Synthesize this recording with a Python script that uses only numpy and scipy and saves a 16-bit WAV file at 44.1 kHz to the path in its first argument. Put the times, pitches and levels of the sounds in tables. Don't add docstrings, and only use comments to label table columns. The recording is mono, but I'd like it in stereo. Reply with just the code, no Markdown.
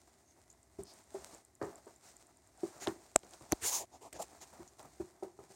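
import sys
import numpy as np
from scipy import signal
from scipy.fft import rfft, irfft
from scipy.io import wavfile
from scipy.ndimage import uniform_filter1d

SR = 44100
rng = np.random.default_rng(int(sys.argv[2]) if len(sys.argv) > 2 else 0)


def put_to_file(sound):
    columns = np.atleast_2d(sound).T
    safe = np.clip(columns, -1, 1)
    whole_steps = np.round(safe * 32767)
    wavfile.write(sys.argv[1], SR, whole_steps.astype(np.int16))


N = 244755
TIME = np.arange(N) / SR

# t/s, direct peak/dB, contact cut-off f/Hz, pitch factor, ring length factor,
# scuff level/dB and weight level/dB (peaks re board ring), room send level/dB
BLOWS = [ (0.786, -35.5, 307, 1.075, 0.78, -13.5, -7.5, -16.5),
         (1.144, -32.5, 640, 1.065, 0.94, -6, -23, -19.5), (1.332, -45.5, 815, 0.91, 0.44, 1.5, -21, -24),
         (1.6143, -26, 1680, 0.9, 0.42, -4, -13, -12.5), (1.632, -33.5, 480, 1.2, 0.73, -18, -10, -18),
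         (1.661, -44.5, 475, 1.09, 1.2, -6, -17, -15), (1.867, -42, 944, 1.08, 0.26, -2.5, -25, -22),
         (2.631, -25.5, 446, 0.99, 0.64, -16, -44, -23.5), (2.8645, -33, 886, 2.55, 0.47, -3.5, -30, -36),
         (2.8713, -22, 2000, 1.35, 0.32, -11, -23, -24), (2.8753, -23, 655, 0.98, 0.52, -16.5, -16, -19),
         (3.2333, -45, 1200, 1.01, 0.27, -13.5, -15, -24), (3.4086, -42, 1310, 0.9, 0.36, -12, -7, -23),
         (4.593, -43.5, 455, 0.99, 1.23, -27, -4.5, -21), (4.84, -52.5, 421, 1.06, 0.72, -22, 8, -14),
         (4.9988, -30, 333, 1.006, 0.88, -31, -14.5, -20), (5.2235, -32, 770, 1.026, 1, -11.5, -19, -16.5),
         (5.3881, -41.5, 1100, 1.08, 0.44, -10, -11.5, -12.5), (5.501, -50, 880, 1.04, 1, -4, -7, -12), ]
# f/Hz, level/dB, t60/s
BOARD_MODES = [(130, -41, .06), (205, -25, .045), (360, 0, .04), (600, -8, .028), (760, -7, .03),
               (950, -12, .025), (1250, -13, .028), (2200, -20, .02)]
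SOFT_CONTACT_HZ = 500
SLAP_DB, SLAP_DB_PER_OCTAVE, SLAP_MAX_DB = -16.5, 7.5, 2.5
ECHO_S, ECHO_DB = 0.015, -9.5

# t/s, effort level/dB
EFFORT_CURVE = [(0, 2), (0.2, 0), (0.42, -1.5), (0.7, -1.5), (0.9, 4.5), (1.35, 9), (1.48, -1.5), (1.6, -3),
                (1.8, 4), (2.2, 2.5), (2.4, -1), (2.54, 2), (2.7, 11.5), (3.0, 7.5), (3.13, 4), (3.32, 7),
                (3.56, 11), (3.87, -1.5), (4.11, -2.5), (4.25, 7), (4.52, 7), (4.74, 3.5), (4.86, 5),
                (4.96, 4.5), (5.2, -1), (5.55, -1.5)]
SWISH_DB, DRAG_DB = -71, -72
SETTLE_BLOW_DB, SETTLE_SWISH_DB, SETTLE_DRAG_DB, SETTLE_GROWTH = -35, -59, -53, 0.61
SETTLE_RISE_S, SETTLE_T60_S = 0.0057, 0.22
# middle t/s, length t/s, swish level/dB, drag level/dB
BODY_SLIDES = [(0.394, 0.08, -76, -65.5), (0.434, 0.028, -72.5, -82), (0.803, 0.049, -62.5, -78),
               (0.955, 0.14, -61, -63), (1.26, 0.33, -60.5, -62.5), (1.704, 0.22, -65, -55),
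               (2.077, 0.14, -58.5, -70), (2.212, 0.054, -66.5, -72), (2.299, 0.06, -76, -62.5),
               (2.64, 0.13, -60.5, -64), (2.793, 0.22, -77, -56), (3.254, 0.04, -68, -57),
               (3.341, 0.058, -60, -56.5), (3.413, 0.033, -58, -65), (4.351, 0.085, -70, -60),
               (4.544, 0.042, -64.5, -54), (4.581, 0.051, -84, -55.5), (4.623, 0.03, -66, -56.5),
               (4.803, 0.047, -58, -52), (4.851, 0.099, -70, -56), (5.124, 0.2, -85, -67),
               (5.458, 0.11, -70, -65), (5.54, 0.13, -61.5, -77)]
# f/Hz, level/dB
FUR_SPECTRUM = [(900, -10.5), (2100, -11.5), (3100, -17), (4000, -12.5), (5200, -11), (7100, -7.5),
                (8400, -6.5), (9200, -14), (11500, -21.5), (15500, -25)]
# f/Hz, level/dB
DRAG_SPECTRUM = [(150, -10), (350, -4), (500, -7), (690, 1.5), (900, -4), (1400, -12), (2200, -20),
                 (3200, -32)]
CATCHES_PER_S, CATCH_SPREAD_DB, CATCH_DB = 260, 2.5, -6.5

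# middle t/s, length t/s, centre f/Hz, width/octaves, level/dB
PAW_SWIPES = [(0.299, 0.13, 6430, 0.043, -67), (0.51, 0.041, 7100, 0.1, -62),
              (0.895, 0.12, 4930, 0.22, -56.5), (2.084, 0.082, 5800, 0.23, -63.5),
              (2.594, 0.14, 743, 0.11, -63.5), (4.687, 0.026, 6350, 0.12, -60.5)]
# t/s, peak level/dB, centre f/Hz, width/octaves,
# t60/s, left minus right level/dB
CLAW_CATCHES = [(0.5012, -41, 7300, 0.4, 0.017, 7), (1.6152, -51, 4660, 0.74, 0.01, 0),
                (1.627, -50, 4570, 0.27, 0.015, 0), (2.8692, -36, 9000, 0.44, 0.005, 0),
                (2.8722, -22.5, 3580, 0.92, 0.0024, 3), (2.8755, -32.5, 3400, 1.1, 0.03, -3),
                (2.884, -31, 7700, 0.4, 0.006, 6), (3.233, -40, 3000, 2, 0.0047, -13),
                (3.247, -44, 6400, 0.38, 0.0064, -21), (3.309, -41, 7770, 0.61, 0.006, -21),
                (3.336, -33, 4700, 1.4, 0.0034, -22), (4.128, -38, 3500, 2.6, 0.0071, 1),
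                (4.5373, -46, 6530, 1.5, 0.014, -14), (4.677, -37.5, 6540, 0.58, 0.008, 21),
                (4.7945, -38, 4470, 1.9, 0.0069, 13), (4.829, -41, 7800, 0.56, 0.007, 7)]

# t/s, thud f/Hz, thud peak level/dB, snap f/Hz, snap peak level/dB,
# second catch delay t/s, grit level/dB, left minus right level/dB
PORT_TAPS = [ (3.1582, 656, -12.5, 7710, -1, 0.00084, -19, 16),
             (3.5145, 680, -40, 6000, -29, 0.0002, -4, -17),
             (3.5196, 790, -27.5, 6360, -9, 0.00058, -1.5, -31),
             (3.5222, 670, -31, 6000, -36, 0.0004, 0, -36),
             (3.5268, 313, -15.5, 4370, -23, 0.00023, -26, -46),
             (3.5278, 722, -19, 6500, -52, 0.0004, -10, -28),
             (3.5312, 397, -31, 8350, -34, 0.0002, 10, -26), ]
# multiple of snap f, level/dB, t60/s
DUCT_MODES = [(0.038, -20.5, 0.012), (0.161, -14, 0.0052), (0.311, -14, 0.0036), (.45, -22.5, 0.0022),
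              (.68, -16, 0.0012), (1, 4, 0.002), (1.75, -16, 0.001)]
# middle t/s, length t/s, hiss level/dB, hiss pitch factor, hollow level/dB,
# hollow f/Hz, hiss tilt/(dB per octave), left minus right level/dB
PORT_RUBS = [ (2.833, 0.087, -41.5, 0.94, -69, 800, 1.5, 7.5),
             (3.528, 0.024, -35.5, 0.83, -29.5, 768, -3, -16), (3.642, 0.078, -34, 1.13, -56, 1350, 1, -17),
             (3.675, 0.11, -26.5, 0.97, -41.5, 880, 6, -13.5),
             (3.746, 0.14, -28, 0.89, -39.5, 900, 6, -17.5), (3.789, 0.12, -37.5, 0.96, -49, 780, 6, -13),
             (3.816, 0.094, -47, 1, -42.5, 687, 0, -12), (3.95, 0.1, -57.5, 0.94, -54, 760, -0.5, -4.5),
             (4.027, 0.05, -53, 1.06, -52, 800, 0, -10), (4.059, 0.092, -53, 1.07, -48.5, 765, -0.5, -9),
             (4.1314, 0.012, -43, 1.12, -50, 447, 3, 3.5), (4.161, 0.08, -47, 0.93, -47, 670, -1, -8),
             (4.205, 0.048, -44, 1.03, -35.5, 690, 2, -17), (4.224, 0.025, -39.5, 1.03, -44, 760, 4, 1),
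             (4.236, 0.038, -50, 1.03, -49, 750, 1, -6), (4.426, 0.062, -47, 0.94, -53, 785, 1.5, -6), ]
# f/Hz, level/dB
RUB_SPECTRUM = [(30, -38), (70, 11), (200, -2), (420, 11.5), (600, -80), (1100, 1), (1700, 2), (3200, -5.5),
                (5000, -5), (6500, -1.5), (7200, 5), (8200, -3.5), (10200, -11), (15500, -20)]

TICK_FIRST_S, TICK_PERIOD_S, TICK_END_S = 0.4258, 0.1024, 3.61
# t/s, peak level/dB
TICK_STRENGTH = [(0.43, -46), (0.53, -43), (0.63, -40), (0.74, -47.5), (0.84, -34), (1.04, -47.5),
                 (1.35, -39), (1.5, -49.5), (1.66, -40), (1.85, -46.5), (2.55, -44), (2.8, -44),
                 (3.09, -49), (3.2, -40.5), (3.6, -54)]
# f/Hz, level/dB
TICK_SPECTRUM = [(1000, -34), (3000, -21), (5500, -32.5), (7200, 14.5), (8500, 7), (10500, -3),
                 (15500, -21)]
TICK_SCATTER_DB, TICK_PAN_DB = 5, 21

# f/Hz, level/dB
ROOM_SPECTRUM = [(20, -8), (35, -22), (60, 18.5), (100, 14), (170, 4), (390, 11), (510, -13), (680, 6),
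                 (1200, -40.5), (2000, -1), (3200, -53), (8000, -18), (11000, -12.5), (16000, -31)]
ROOM_DB = -71.5
# f/Hz, level/dB
PORT_NOTCH = [(7400, 0), (7750, -5), (8100, 0)]
LOW_CUT_HZ, TOP_HZ = 46, 15900


def thumps(scuff_t60_s=0.12, scuff_rise_s=0.0039, slap_t60_s=0.025, weight_t60_s=0.12,
           rug_band_hz=(380, 1500), weight_band_hz=(70, 260)):
    direct, room_send, t = np.zeros((2, N)), np.zeros((2, N)), TIME[:SR // 4]
    for s, db, contact_hz, pitch, length, scuff_db, weight_db, room_db in BLOWS:
        friction = butter(pair(len(t), 0.37), rug_band_hz, "band", order=1)
        friction = butter(friction, 1.03 * contact_hz, "low", order=5)
        slap_db = SLAP_DB + SLAP_DB_PER_OCTAVE * np.log2(contact_hz / SOFT_CONTACT_HZ)
        slap = peak(friction * fade(t, slap_t60_s), min(slap_db, SLAP_MAX_DB))
        scuff_shape = (1 - np.exp(-t / scuff_rise_s)) * fade(t, scuff_t60_s)
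        scuff = peak(friction * scuff_shape, scuff_db)
        weight = butter(pair(len(t), 0.91) * fade(t, weight_t60_s), weight_band_hz, "band")
        weight = peak(weight, weight_db)
        blow = peak(boards(t, contact_hz, pitch, length) + slap + scuff + weight, db)
        add(direct, s, blow)
        add(direct, s + ECHO_S, amp(ECHO_DB) * blow)
        add(room_send, s, amp(room_db) * blow)
    return direct + room(room_send)


def boards(t, contact_hz, pitch, length, knock_db_per_octave=2.0):
    sharp_octaves = np.log2(max(contact_hz / SOFT_CONTACT_HZ, 1))
    knock_db = knock_db_per_octave * sharp_octaves
    modes = [(hz, db + knock_db * (hz > 500), t60_s) for hz, db, t60_s in BOARD_MODES]
    press = t ** 1.5
    return peak(butter(press * ring(modes, t, pitch, length), contact_hz, "low"), 0)


def room(x, t60_s=0.33, dull_hz=3000, delay_s=0.0059):
    t = TIME[:SR // 2]
    tail = butter(pair(len(t), 0.95) * fade(t, t60_s) * (t > delay_s), dull_hz, "low", order=1)
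    tail = tail / np.sqrt(np.sum(tail[0] ** 2))
    return signal.fftconvolve(x, tail, axes=-1)[:, :N]


def scuffle(flutter_db=1.23, weight_grain_db=2):
    _, _, swish_dbs, drag_dbs = np.transpose(BODY_SLIDES)
    flutter = amp(flutter_db * walk(40))
    hairs = unit(colour(pair(N, 0.078), FUR_SPECTRUM))
    weight = unit(colour(pair(N, 0.22) * amp(weight_grain_db * walk(150)), DRAG_SPECTRUM))
    swish = (hairs + amp(CATCH_DB) * snags()) * movement(SWISH_DB, SETTLE_SWISH_DB, swish_dbs)
    drag = weight * movement(DRAG_DB, SETTLE_DRAG_DB, drag_dbs)
    return flutter * (swish + drag)


def movement(steady_db, settle_db, slide_dbs):
    power = amp(steady_db + np.interp(TIME, *np.transpose(EFFORT_CURVE))) ** 2
    for s, blow_db, *_ in BLOWS:
        since = np.maximum(TIME - s, 0)
        settle = (1 - np.exp(-since / SETTLE_RISE_S)) * fade(since, SETTLE_T60_S)
        level_db = settle_db + SETTLE_GROWTH * (blow_db - SETTLE_BLOW_DB)
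        power = power + (amp(level_db) * settle) ** 2
    for (s, length_s, *_), db in zip(BODY_SLIDES, slide_dbs):
        slide = np.cos(np.pi * np.clip((TIME - s) / length_s, -.5, .5))
        power = power + (amp(db) * slide) ** 2
    return np.sqrt(power)


def snags():
    chance, size = rng.random(N), rng.exponential(size=N)
    strength = (chance < CATCHES_PER_S / SR) * amp(CATCH_SPREAD_DB * size)
    return unit(colour(pair(N, 0.36) * strength, FUR_SPECTRUM))


def swipes(grain_db=3):
    out = np.zeros((2, N))
    for s, length_s, hz, octaves, db in PAW_SWIPES:
        threads = pair(SR // 4, 0.099) * amp(grain_db * walk(1000)[:SR // 4])
        swish = unit(resonance(threads, hz, octaves)[:, :int(length_s * SR)])
        add(out, s - length_s / 2, amp(db) * swish * np.hanning(swish.shape[1]))
    return out


def claws():
    out, t = np.zeros((2, N)), TIME[:SR // 40]
    for s, db, hz, octaves, t60_s, pan_db in CLAW_CATCHES:
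        burst = pair(len(t), 0.26) * fade(t, t60_s)
        crack = resonance(resonance(burst, hz, octaves), hz, octaves)
        add(out, s, sides(pan_db) * peak(crack, db))
    return out


def taps(swell_s=0.0025, slip_s=0.00198, slip_rise_s=0.00052, catch_min_hz=6000, grit_t60_s=0.0039):
    out, t = np.zeros((2, N)), TIME[:SR // 20]
    for s, thud_hz, thud_db, snap_hz, snap_db, catch_s, grit_db, pan_db in PORT_TAPS:
        press = -(t / swell_s) ** 2 * np.exp(-2 * t / swell_s)
        thud = press * np.sin(2 * np.pi * thud_hz * t)
        grit = butter(rng.standard_normal(len(t)), 11000, "low") * fade(t, grit_t60_s)
        snap = ring(DUCT_MODES, t, snap_hz) + amp(grit_db) * grit
        snap = snap * (1 - np.exp(-t / slip_rise_s))
        since = np.maximum(t - catch_s, 0)
        upper = [mode for mode in DUCT_MODES if mode[0] * snap_hz > catch_min_hz]
        catch = ring(upper, since, snap_hz) * (1 - np.exp(-since / slip_rise_s))
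        add(out, s, sides(pan_db) * peak(thud, thud_db))
        add(out, s + slip_s, sides(pan_db) * peak(snap + catch, snap_db))
    return out


def rubs(hollow_octaves=0.56):
    out = np.zeros((2, N))
    for s, length_s, hiss_db, pitch, hollow_db, hollow_hz, tilt_db, pan_db in PORT_RUBS:
        friction = pair(SR // 4, 0.23)
        spectrum = [(hz * pitch, db) for hz, db in RUB_SPECTRUM]
        hiss = unit(colour(friction, spectrum, tilt_db))
        hollow = resonance(friction, hollow_hz, hollow_octaves)
        hollow = unit(butter(hollow, 1.8 * hollow_hz, "low"))
        stroke = (amp(hiss_db) * hiss + amp(hollow_db) * hollow)[:, :int(length_s * SR)]
        add(out, s - length_s / 2, sides(pan_db) * stroke * np.hanning(stroke.shape[1]))
    return out


def ticks(t60_s=0.005):
    out, t = np.zeros((2, N)), TIME[:SR // 40]
    for s in np.arange(TICK_FIRST_S, TICK_END_S, TICK_PERIOD_S):
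        burst = rng.standard_normal(len(t)) * fade(t, t60_s)
        tick = colour(np.pad(burst, len(t)), TICK_SPECTRUM)
        db = np.interp(s, *np.transpose(TICK_STRENGTH)) + TICK_SCATTER_DB * rng.standard_normal()
        add(out, s - len(t) / SR, sides(TICK_PAN_DB) * peak(tick, db))
    return out


def room_tone():
    waver_db = .8 * walk(6)
    return unit(colour(pair(N, 0.93), ROOM_SPECTRUM)) * amp(ROOM_DB + waver_db)


def amp(db):
    return 10 ** (np.asarray(db) / 20)


def unit(x):
    return x / np.sqrt(np.mean(x ** 2))


def peak(x, db):
    return x * amp(db) / np.abs(x).max()


def add(out, s, x):
    i = int(s * SR)
    out[:, i:i + x.shape[-1]] += x[..., :N - i]


def sides(pan_db):
    return amp(np.minimum([[pan_db], [-pan_db]], 0))


def fade(t, t60_s):
    return np.exp(-np.log(1000) * t / t60_s)


def colour(x, points, tilt_db=0):
    hz, db = np.transpose(points)
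    octave = np.log2(np.fft.rfftfreq(x.shape[-1], 1 / SR) + 1)
    gain = amp(np.interp(octave, np.log2(hz), db) + tilt_db * octave)
    return irfft(rfft(x) * gain, x.shape[-1])


def butter(x, hz, kind, order=2):
    return signal.sosfilt(signal.butter(order, hz, kind, fs=SR, output="sos"), x)


def resonance(x, hz, octaves):
    half = 2 ** (octaves / 2)
    return butter(x, [hz / half, hz * half], "band", order=1)


def pair(size, alike):
    shared = rng.standard_normal(size)
    return np.sqrt(alike) * shared + np.sqrt(1 - alike) * rng.standard_normal((2, size))


def walk(rate_hz):
    k = int(SR / rate_hz)
    steps = np.repeat(rng.standard_normal(N // k + 1), k)
    return unit(uniform_filter1d(steps, k)[:N])


def ring(modes, t, pitch, length=1):
    return sum((-1) ** k * amp(db) * np.sin(2 * np.pi * hz * pitch * t) * fade(t, t60_s * length)
               for k, (hz, db, t60_s) in enumerate(modes))


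def scene():
    cats = thumps() + scuffle() + swipes() + claws()
    phone = taps() + rubs() + ticks()
    return cats + phone + room_tone()


def record(dry):
    heard = butter(colour(dry, PORT_NOTCH), LOW_CUT_HZ, "high", order=3)
    return signal.sosfilt(signal.ellip(10, .2, 80, TOP_HZ, fs=SR, output="sos"), heard)


dry = scene()
out = record(dry)
put_to_file(out)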